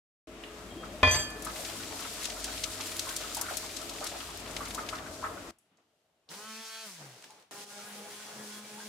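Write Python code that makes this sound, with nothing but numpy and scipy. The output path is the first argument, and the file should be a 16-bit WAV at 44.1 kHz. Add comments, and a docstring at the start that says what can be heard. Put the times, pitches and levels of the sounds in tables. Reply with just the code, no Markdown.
"""Soup on the stove, then a hand blender

A kitchen in two scenes. Soup simmers under a humming hood: shaped noise, wavering tones, spits and bubbles.
The cast-iron lid slides off and clangs: knocks and grinding ring its modes. Then, on a quiet worktop, a
blender spins up in the soup and runs down through splashes; after a jump it churns on deep in the pot.
It is built from multiples of its shaft speed, throbbing air noise, slosh and gurgles."""
import sys
import numpy as np
from scipy import signal
from scipy.fft import rfft, irfft, next_fast_len
from scipy.io import wavfile
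from scipy.ndimage import uniform_filter1d

SR = 44100
rng = np.random.default_rng(int(sys.argv[2]) if len(sys.argv) > 2 else 0)


def wrap_up_sound(samples):
    """Save the sound to the file named by the first command line argument, as 16-bit audio."""
    columns = np.atleast_2d(samples).T
    # keep every value between -1 and 1, then stretch to whole-number steps
    tamed = np.clip(columns, -1, 1)
    steps = np.round(tamed * 32767).astype(np.int16)
    wavfile.write(sys.argv[1], SR, steps)


N = 391608
END_S = 8.88

# start of the stove scene and of the quiet worktop: t/s
SCENE_STARTS = (0.271, 5.511)
LINGER_DB, LINGER_T60_S = -15.5, 0.2  # the stove lingers faintly into the worktop scene

# quiet worktop, colour of the background hiss: f/Hz, relative level per Hz/dB
QUIET_COLOUR = [(35, -27), (97, -13), (337, -10.5), (567, -14), (629, -8.5), (978, -18), (2310, -22.5),
                (2920, -20), (3680, -23), (15000, -38)]
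QUIET_DB = -75
# rustles on the worktop: peak t/s, level/dB, rise/s, t60/s
RUSTLES = [(5.72, -71, .05, .5), (5.785, -72, .015, 0.43)]

# hood and boiling over time: t/s, rumble level/dB, sizzle level/dB
SIMMER_LEVELS = [(.28, -52.5, -61), (.36, -49.5, -56.5), (.95, -45, -53.5), (1.35, -43.5, -54.5),
                 (1.46, -45.5, -42.5), (2.4, -47.5, -41), (3.55, -47, -40.5), (3.95, -49, -44.5),
                 (4.8, -45, -45), (5.0, -46.5, -49.5), (5.5, -47.5, -51.5)]
# colour of the rumble: f/Hz, relative level per Hz/dB
RUMBLE_COLOUR = [(22, -30.5), (42, -1.5), (65, -0.5), (140, -2.5), (331, 4), (381, -3.5), (438, 3.5),
                 (515, -4.5), (616, 0.5), (866, -6.5), (1270, -5.5), (1520, -11), (3000, -15), (3900, -20),
                 (6600, -120)]
# colour of the sizzle: f/Hz, relative level per Hz/dB
SIZZLE_COLOUR = [(710, -29.5), (1200, -10.5), (1280, -3), (1590, -6), (4550, -3.5), (6720, -5.5),
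                 (7250, -4), (14400, -15), (16000, -26.5)]
# wavering hood tones: f/Hz, middle level/dB
HOOD_TONES = [(51, -57.5), (91.5, -62), (275, -64), (339.1, -62.5), (425.3, -62), (560, -68), (631, -61),
              (710.6, -63.5)]
# fat spits: t/s, peak level/dB, centre f/Hz, left minus right/dB
FAT_SPITS = [(1.302, -35, 9000, 4), (1.4218, -30, 8990, 5), (1.4479, -26, 10190, 7),
             (1.6489, -27.5, 3480, 6), (2.2319, -30, 7190, 1), (2.2429, -26, 4300, 3.0),
             (2.2529, -21, 4440, 7), (2.4421, -21, 5560, 0), (2.6372, -17, 4100, 6),
             (2.8078, -23, 4000, 2.0), (2.867, -29, 9000, -4), (2.9654, -27, 7540, -1),
             (2.9934, -17.5, 5200, 3), (3.0905, -26, 4500, 3), (3.1635, -17.5, 6240, 5),
             (3.3466, -21, 7220, 4), (3.3685, -21, 7420, 1.5), (3.4124, -17, 9200, 6),
             (3.5701, -19, 8600, 11), (3.7666, -26, 5000, 6), (3.8943, -25.5, 4700, 6),
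             (4.041, -22.5, 6700, 7), (4.0669, -21, 5170, 4), (4.2021, -31, 2980, 6),
             (4.5643, -22, 3200, 4.5), (4.7469, -22.5, 5730, 7), (4.8881, -23.5, 3000, 7)]
SPIT_HOLD_S, SPIT_T60_S, SPIT_TAIL_DB, SPIT_GRAIN_DB = .004, .032, -14, 3.5
# bursting bubbles: t/s, reference level/dB (song and flurry lie below it), starting f/Hz
SOUP_BUBBLES = [(0.832, -31.5, 1260), (1.466, -24.5, 1230), (3.07, -29, 1033), (3.239, -33, 1260),
                (3.368, -28, 875), (3.412, -30, 1090), (3.485, -26, 1360), (3.509, -30, 702),
                (4.012, -28, 724), (4.025, -28.5, 1216), (4.606, -26.5, 1132), (4.778, -24, 1180),
                (4.928, -25.5, 1226), (5.227, -27, 980), (5.24, -19, 1230)]

# squeaks of one lid mode as it slides: peak t/s, level/dB, rise/s, t60/s
LID_SQUEAKS = [(.71, -53, 0.0076, 0.2), (.778, -47.5, .006, 0.34)]
SQUEAK_HZ = 3230
# low rub that climbs as the gap opens: t/s, centre f/Hz, level/dB
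LID_RUB = [(.7, 335, -58), (.77, 350, -48), (.82, 460, -51), (.87, 595, -51), (1.02, 620, -55)]
# ringing modes of the lid: f/Hz, relative level/dB, t60/s
LID_MODES = [(88, -5, 0.25), (264, -13, 0.25), (485, -13, .2), (619.6, -4, 0.2), (716, -9, .2),
             (812, -10, 0.12), (1040, 2, 0.12), (1744, -8, .9), (1779, -14, .4), (1927, -12, .2),
             (2000, -7, 0.2), (2449, 1, 0.4), (3216, -7, .4), (3224, -6, .35), (3467, -8, .4),
             (4059, -14, .2), (4727, -3, .36), (4768, -7, .36), (6223, -3, .27), (7580, -13, .22),
             (8032, -17, .16), (8915, -19, .25), (10210, -22, .17), (11540, -28, .15), (12560, -29, .1),
             (13390, -33, .14), (14300, -33, .14)]
# lid touches the rim: t/s, strength/dB, brightness above 3 kHz/dB per octave
LID_KNOCKS = [(1.031, -18, -18.5), (1.075, -25.5, -11.5), (1.112, -33, 8)]
# lid grinds along the rim: peak t/s, strength/dB, rise/s, t60/s, brightness around 2 kHz/dB per octave
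LID_GRINDS = [(1.05, -37, 0.024, 0.43, -2.5), (1.115, -39, .06, 0.33, 7.5), (1.155, -43, .03, 0.27, 7)]
# small dry ticks: t/s, peak level/dB, centre f/Hz
SMALL_TICKS = [(0.4369, -30, 2570), (5.5854, -53.5, 8700), (5.7716, -59, 5940), (6.2893, -40, 4160),
               (6.315, -43, 1520), (6.3404, -38, 3740)]

# air pockets gurgle out round the blade: t/s, reference level/dB, starting f/Hz
BLADE_GURGLES = [(7.3, -48.5, 850), (7.36, -53, 847), (7.79, -47, 1340), (7.86, -46, 1464),
                 (7.99, -44, 467), (8.05, -46, 660), (8.2, -46, 1500), (8.78, -43, 900), (8.8, -44, 1590)]
# droplets flick off the slowing blade: t/s, peak level/dB, centre f/Hz
BLADE_DROPS = [(7.2237, -43, 4390), (7.2412, -39, 3350), (7.3055, -43, 4390), (7.398, -51, 5650),
               (7.4243, -52, 3080)]
# colour of the blender's air and brush noise: f/Hz, relative level per Hz/dB
AIR_COLOUR = [(710, -10), (1200, -12), (1460, -5.5), (2680, -5.5), (3400, -5), (5970, -4), (10500, -8.5),
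              (12100, -16), (15200, -14.5), (16000, -29)]
# colour of the sloshing soup: f/Hz, relative level per Hz/dB
SLOSH_COLOUR = [(35, -62), (60, -42), (131, -8.5), (372, -9), (415, -5), (813, -8), (1150, -11),
                (2500, -21), (3250, -28), (5500, -120)]

# first run, hum once a turn: t/s, level/dB
FIRST_HUM = [(6.289, -86), (6.305, -60), (6.36, -56), (6.43, -64), (6.5, -53), (6.6, -56.5), (6.72, -73),
             (6.83, -67), (6.87, -55), (6.96, -61), (7.02, -53.5), (7.13, -58), (7.18, -68)]
# first run near the surface, multiples 2, 3, 4 .. of the shaft speed: relative level/dB
SURFACE_MULTIPLES = [-5, -5, -4, -4, -1, -2, -4, -8, -3, -6, -2, -10, -2, -3, -7, -9, -3, -7, -1, -5, -3,
                     -7, -9, -6, -3, -8, -5, -8, -10, -11]
# soup surges round the blade: peak t/s, level/dB, rise/s, t60/s
SOUP_SURGES = [(6.335, -50, 0.075, 0.68), (6.87, -63, 0.036, 1.3), (7.015, -54, 0.052, 1.6),
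               (7.242, -68, 0.021, 0.44), (7.31, -76, 0.016, 1.5)]
# fine spray as the blade slows: peak t/s, level/dB, rise/s, t60/s
FINE_SPRAY = [(6.86, -57, .015, 0.91), (7.242, -55, 0.013, 0.077), (7.32, -68, 0.024, 0.051)]
ON_S, OFF_S, STILL_S = 6.289, 6.845, 7.18  # switched on, switched off, shaft silent
KICK_HZ, FULL_HZ, SPIN_UP_S = 135.9, 221.8, .058  # turns a second at the start and at full speed
CRAWL_HZ, COAST_S = 86, 0.23  # the shaft coasts down towards a crawl
WHINE_DB, WHINE_RISE_S = -55.5, 0.04
UNPOWERED_DB, WHINE_FADE_DB_PER_S = -8, 35  # whine drops at switch-off, then fades
AIR_DB, AIR_RISE_S, AIR_FADE_DB_PER_S = -48, 0.024, 22.5
DULLING_S = 1  # the top of the air noise dies first as the shaft slows
FADE_OUT_S, FADE_OUT_DB_PER_S = 7.42, 140  # air noise and slosh fade before the jump

# second run, load changing as the blender is moved: t/s, turns f/Hz, hum level/dB
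CHURN_COURSE = [(7.51, 202.7, -75), (7.58, 203.5, -62), (7.66, 203.2, -68), (7.92, 206.3, -55),
                (8.0, 205.2, -53), (8.09, 207.4, -64), (8.32, 209.6, -61), (8.41, 211.4, -52),
                (8.48, 211.4, -50.5), (8.7, 210.5, -59.5), (8.76, 211, -55), (8.88, 211, -52)]
# second run deep in the soup, multiples 2, 3, 4 .. of the shaft speed: relative level/dB
DEEP_MULTIPLES = [2.5, -7, 1, -6, -6, -3.5, -4.5, -7, -10.5, -8.5, -10, -14, -12, -8, -2.5]
# brief dips of its noise and whine: t/s, depth/dB, time to shrink to about a third/s
CHURN_DIPS = [(7.645, -8.5, 0.062), (8.6, -4.5, 0.069)]
CHURN_WHINE_DB, CHURN_AIR_DB, CHURN_SLOSH_DB = -59.5, -47.5, -53
CHURN_START_S = CHURN_COURSE[0][0]

TOP_HZ = 15900  # nothing much is heard above this


def undb(db):
    """Turn decibels into a plain gain."""
    return 10 ** (np.asarray(db, float) / 20)


def unit(x):
    """Scale to an average (rms) level of 1."""
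    return x / np.sqrt(np.mean(x ** 2))


def curve(rows):
    """Columns of a table at every sample, joined by straight lines."""
    s, *columns = np.transpose(rows)
    return [np.interp(np.arange(N) / SR, s, c) for c in columns]


def walk(rate, size=N):
    """A smooth random level that turns about `rate` times a second; spread near 1."""
    steps = np.repeat(rng.standard_normal(int(size * rate / SR) + 2), 8)
    steps = uniform_filter1d(uniform_filter1d(steps, size=8), size=8)
    return 1.3 * np.interp(np.arange(size) * 8 * rate / SR, np.arange(len(steps)), steps)


def swells(rows):
    """Summed gains of (peak s, dB, rise s, t60 s) rows: a smooth rise, then a decay."""
    t = np.arange(N) / SR
    total = 0
    for s, db, rise, t60 in rows:
        growth = np.clip(1 + (t - s) / rise, 0, 1) ** 2
        decay = 1000. ** (-np.maximum(t - s, 0) / t60)
        total = total + undb(db) * growth * decay
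    return total


def pan(x, db):
    """Make the left side `db` louder than the right."""
    return x * undb(np.array([[db], [-db]]) / 2)


def add(out, s, x):
    """Mix x into out from second s on."""
    i = int(s * SR)
    out[:, i:i + x.shape[1]] += x[:, :N - i]


def band_pass(x, edges):
    """Keep mainly the sound between two frequencies in Hz."""
    return signal.sosfilt(signal.butter(2, edges, "band", fs=SR, output="sos"), x)


def hiss(span, shape, wide_hz, flicker_db, rate, grain_db=0., lean_db=0.):
    """Stereo noise over a span, in octave bands that flicker alone; more alike left and right in the bass."""
    n = next_fast_len(int((span[1] - span[0]) * SR))
    f, (hz, db) = np.fft.rfftfreq(n, 1 / SR) + 1, np.transpose(shape)
    noise = rng.standard_normal((2, n))
    grains = undb(grain_db * np.minimum(rng.exponential(size=n), 5))
    mid, side = rfft(noise * grains)
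    share = np.clip(f / wide_hz, .03, .9)  # how far the two sides differ
    both = mid + share * side * np.array([[1], [-1]])
    both = both * undb(np.interp(np.log(f), np.log(hz), db, -99, -99))
    noise, out = 0, np.zeros((2, N))
    for c in np.arange(np.log2(hz[0]), np.log2(hz[-1]) + 1):
        band = np.cos(np.pi / 2 * np.clip(np.log2(f) - c, -1, 1)) ** 2
        noise = noise + irfft(both * band, n) * undb(flicker_db * walk(rate, n))
    add(out, span[0], pan(unit(noise), lean_db))
    return out


def bursts(rows, t60, width, grain_db=0., tail_db=-59.0, hold=0.):
    """Short noise bursts: a crack of uneven grains coloured round a centre, with a faint longer tail."""
    out, t = np.zeros((2, N)), np.arange(4000) / SR
    fall = 1000 ** (-np.maximum(t - hold, 0) / t60) + undb(tail_db) * 1000 ** (-t / t60 / 4)
    grains = undb(grain_db * np.minimum(rng.exponential(size=(len(rows), 1, len(t))), 4))
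    noises = rng.standard_normal((len(rows), 2, len(t))) * grains
    for (s, db, hz, side_db), (mid, side) in zip(rows, noises):
        stereo = np.array([mid + .5 * side, mid - .5 * side])
        x = band_pass(stereo * fall, [hz / (1 + width), min(hz * (1 + width), 12000)])
        add(out, s, pan(x / np.abs(x).max() * undb(db), side_db))
    return out


def bubbles(rows, t60, rise):
    """A bubble sings a few climbing cycles; the froth round it collapses in a wet flurry near the same pitch."""
    out, t = np.zeros((2, N)), np.arange(4000) / SR
    for s, db, hz in rows:
        song = np.sin(2 * np.pi * hz * t * (1 + rise * t))
        song = song * 1000 ** (-t / t60) * np.minimum(t / 0.00095, 1)
        add(out, s, pan(song * undb(db - 3.5), 1.4))
    flurries = [(s + .004, db - 5.5, hz, 1.4) for s, db, hz in rows]
    return out + bursts(flurries, 2.0 * t60, 0.38)


def room(x, t60, wet_db):
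    """Tiles and worktop add a short tail, different on each side except in the bass."""
    t = np.arange(12000) / SR
    mid, side = rng.standard_normal((2, len(t))) * 1000 ** (-t / t60) * (t > .003)
    side = signal.sosfilt(signal.butter(2, 450, "high", fs=SR, output="sos"), side)
    tail = np.array([mid + side, mid - side]) / np.sqrt(2 * np.sum(mid ** 2))
    return x + undb(wet_db) * signal.fftconvolve(x, tail, axes=1)[:, :N]


def quiet_worktop():
    """A faint flickering hiss, with noise swelling up for each rustle."""
    start = SCENE_STARTS[1]
    quiet = undb(QUIET_DB) * hiss((start, END_S), QUIET_COLOUR, 2000., 1.2, 5.4, lean_db=1.5)
    rustle_noise = hiss((start, 6.1), RUMBLE_COLOUR[3:], 2000., 2.0, 13, lean_db=1.0)
    return quiet + swells(RUSTLES) * rustle_noise


def hood_tones():
    """Steady hood tones whose level and phase waver."""
    t, tones = np.arange(N) / SR, 0
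    for hz, db in HOOD_TONES:
        level = undb(db + 4 * walk(3)) * np.sqrt(2)
        tones = tones + level * np.sin(2 * np.pi * hz * t + 1.5 * walk(9))
    return tones


def simmer():
    """Hood rumble and tones, a grainy sizzle in surges, loud spits and bubbles among many small ones."""
    rumble_db, sizzle_db = curve(SIMMER_LEVELS)
    tones = hood_tones()
    rumble_gain = undb(rumble_db + 0.95 * walk(5))
    out = rumble_gain * hiss((0, 5.6), RUMBLE_COLOUR, 2000.0, 1.6, 7.4, lean_db=4.0) + tones
    sizzle_gain = undb(sizzle_db + 1 * walk(24))
    out += sizzle_gain * hiss((0, 5.6), SIZZLE_COLOUR, 3900.0, 1.2, 17, 2.67, 2.3)
    # small bubbles and spits at random moments, levels and pitches
    u = rng.random((120, 5)).T
    froth = np.c_[1.4 + 4.1 * u[0], -43 + 10 * u[1], 500 * 3.0 ** u[2]]
    specks = np.c_[1.4 + 3.6 * u[3], -38 + 7 * u[4], 1500 * 5.5 ** u[1], 8 * u[2]]
    out += bursts([*FAT_SPITS, *specks], SPIT_T60_S, 0.73, SPIT_GRAIN_DB, SPIT_TAIL_DB, SPIT_HOLD_S)
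    return out + room(bubbles(SOUP_BUBBLES, 0.038, 2.5) + bubbles(froth, 0.035, 5.7), 0.22, -0.5)


def stove():
    """The simmer alone, faded in and out quickly, with a faint lingering end."""
    t = np.arange(N) / SR
    start, end = SCENE_STARTS
    fade_in = np.clip((t - start) / 0.0016, 0, 1)
    fade_out = np.clip((end - t) / 0.0017, 0, 1)
    linger = swells([(end, LINGER_DB, .002, LINGER_T60_S)])
    return fade_in * (fade_out + linger) * simmer()


def slide():
    """The sliding lid: a wavering squeak of one mode and a rough, climbing rub."""
    t = np.arange(N) / SR
    hz, db = curve(LID_RUB)
    rubbing = (t > LID_RUB[0][0]) * (t < LID_RUB[-1][0])
    rub_gain = undb(db) * rubbing * walk(60)
    rub = rub_gain * np.sin(2 * np.pi * np.cumsum(hz) / SR + 2.5 * walk(90))
    squeak_gain = swells(LID_SQUEAKS) * undb(2.5 * walk(40))
    squeak = squeak_gain * np.sin(2 * np.pi * SQUEAK_HZ * t + .4 * walk(30))
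    return pan(np.sqrt(2) * (rub + squeak), 2.)


def ring(x, hz, t60):
    """One mode, a resonance that dies away: a unit impulse rings with height 1."""
    r, w = np.exp(-np.log(1000) / (t60 * SR)), 2 * np.pi * hz / SR
    return signal.lfilter([np.sin(w)], [1, -2 * r * np.cos(w), r * r], x)


def lid():
    """Knocks and grinding drive the same modes; each mode reaches the two sides at its own strength and moment."""
    span = 2 * SR  # samples
    rough = rng.standard_normal(span) * undb(2.5 * walk(60, span))
    strokes = [swells([row[:4]])[:span] * rough for row in LID_GRINDS]
    grind, out = sum(strokes), np.zeros((2, N))
    places = rng.uniform(-1.375, .8, (len(LID_MODES), 2))
    for (hz, db, t60), (lean, lag) in zip(LID_MODES, places):
        octaves = np.log2(hz / 2000)
        push = 0.035 * sum(x * undb(row[4] * octaves) for x, row in zip(strokes, LID_GRINDS))
        for s, hit_db, bright_db in LID_KNOCKS:
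            push[int(s * SR)] += undb(hit_db + bright_db * np.log2(max(hz / 3000, 1)))
        x = pan(undb(db) * ring(push, hz, t60), 4.2 * lean * min(hz / 1000, 1))
        out[:, :span] += x[0], np.roll(x[1], int(12 * lag))
    clatter = bursts([(s, db + 5, 1100., 0.) for s, db, _ in LID_KNOCKS], 0.037, 1.1)
    clatter[:, :span] += 3 * band_pass(grind, [150, 3000])
    # the heavy pot and the hob thud under it
    clatter[:, :span] += 11.0 * band_pass(grind, [45, 150])
    return out + room(clatter, 0.14, -4.5)


def gurgles_and_ticks():
    """Air pockets sing as they escape and small things tick, with a short room tail."""
    gurgles = bubbles(BLADE_GURGLES, 0.15, 0.35)
    ticks = bursts([(*row, .8) for row in SMALL_TICKS], 0.043, 0.32)
    return room(gurgles + ticks, 0.45, -3.5)


def motor(span, controls, orders, waver_db, drag_db):
    """Unbalance hums once a turn; its multiples whine and waver, the high ones weaker below top speed."""
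    a, b = int(span[0] * SR), min(int(span[1] * SR), N)
    hz, hum_db, whine_db = (c[a:b] for c in controls)
    turn = 2 * np.pi * np.cumsum(hz * (1 + 0.00305 * walk(29.8, b - a))) / SR
    hum = np.sqrt(2) * undb(hum_db + 2.1 * walk(30.1, b - a)) * np.sin(turn)
    x = pan(hum, 1.0)
    sides = np.array([[1], [-1]])
    phases = rng.standard_normal((len(orders), 2))
    for k, (db, u) in enumerate(zip(orders, phases), start=2):
        slow_db = drag_db * np.log2(max(k / 6, 1)) * np.log2(hz / hz.max())
        gain = undb(whine_db + db + slow_db + waver_db * walk(24.14, b - a))
        # high multiples differ more between the sides
        x += gain * np.sin(k * turn + 3 * u[0] + min(k / 12, 1) * u[1] / 2 * sides)
    out = np.zeros((3, N))
    out[:, a:b] = *x, np.cos(turn)
    return out[:2], out[2]


def first_run():
    """The shaft closes in on full speed, then coasts down against the soup; also gains of air noise and slosh."""
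    t = np.arange(N) / SR
    on, off = np.maximum(t - ON_S, 0), np.maximum(t - OFF_S, 0)
    hz = FULL_HZ - (FULL_HZ - KICK_HZ) * np.exp(-on / SPIN_UP_S)
    hz = hz - (FULL_HZ - CRAWL_HZ) * (1 - np.exp(-off / COAST_S))
    whine_db = WHINE_DB - 12 * np.exp(-on / WHINE_RISE_S)
    whine_db = whine_db + UNPOWERED_DB * np.clip(off / .08, 0, 1) - WHINE_FADE_DB_PER_S * off
    fade = undb(-FADE_OUT_DB_PER_S * np.maximum(t - FADE_OUT_S, 0)) * (t < CHURN_START_S)
    air = np.minimum(on / AIR_RISE_S, 1) * undb(AIR_DB - AIR_FADE_DB_PER_S * off) + swells(FINE_SPRAY)
    return (hz, curve(FIRST_HUM)[0], whine_db), air * fade, swells(SOUP_SURGES) * fade


def blender():
    """Two runs; air and brush noise throbs with each turn, soup sloshes below it and droplets flick off."""
    t = np.arange(N) / SR
    controls, air, slosh = first_run()
    first, turn_a = motor((ON_S, STILL_S), controls, SURFACE_MULTIPLES, 3.2, 70)
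    dip_db = sum(db * (t > s) * np.exp(-np.abs(t - s) / back) for s, db, back in CHURN_DIPS)
    controls = (*curve(CHURN_COURSE), CHURN_WHINE_DB + dip_db)
    second, turn_b = motor((CHURN_START_S, END_S), controls, DEEP_MULTIPLES, 4.6, 60.0)
    churning = (t > CHURN_START_S) * uniform_filter1d(undb(dip_db), size=800)
    air = air + churning * undb(CHURN_AIR_DB)
    slosh = slosh + churning * undb(CHURN_SLOSH_DB)
    throb = 1 + 0.16 * (turn_a + turn_b)
    noise = hiss((6.2, END_S), AIR_COLOUR, 3000.0, 1.06, 24.26, .8, 0.47)
    dull = signal.sosfilt(signal.butter(2, 7000, fs=SR, output="sos"), noise)
    top_gain = np.where(t < CHURN_START_S, np.exp(-np.maximum(t - OFF_S, 0) / DULLING_S), 1)
    noise = dull + (noise - dull) * top_gain
    out = air * throb * undb(0.5 * walk(40)) * noise
    out += bursts([(*row, 1.) for row in BLADE_DROPS], 0.03, 0.97)
    slosh_gain = slosh * undb(1.3 * walk(60) + 1.5 * walk(9))
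    out += slosh_gain * hiss((6.2, END_S), SLOSH_COLOUR, 1730.0, 2., 24.75, lean_db=2.1)
    return first + second + out


def scene():
    """The stove with its lid, then the quiet worktop with the blender."""
    quiet = quiet_worktop()
    hits = lid() + slide() + gurgles_and_ticks()
    return stove() + hits + quiet + blender()


def record(dry):
    """Filters take away the deepest bass and the top."""
    dry = signal.sosfilt(signal.butter(2, 26, "high", fs=SR, output="sos"), dry)
    return signal.sosfilt(signal.ellip(10, .2, 70, TOP_HZ, fs=SR, output="sos"), dry)


dry = scene()
out = record(dry)
wrap_up_sound(out)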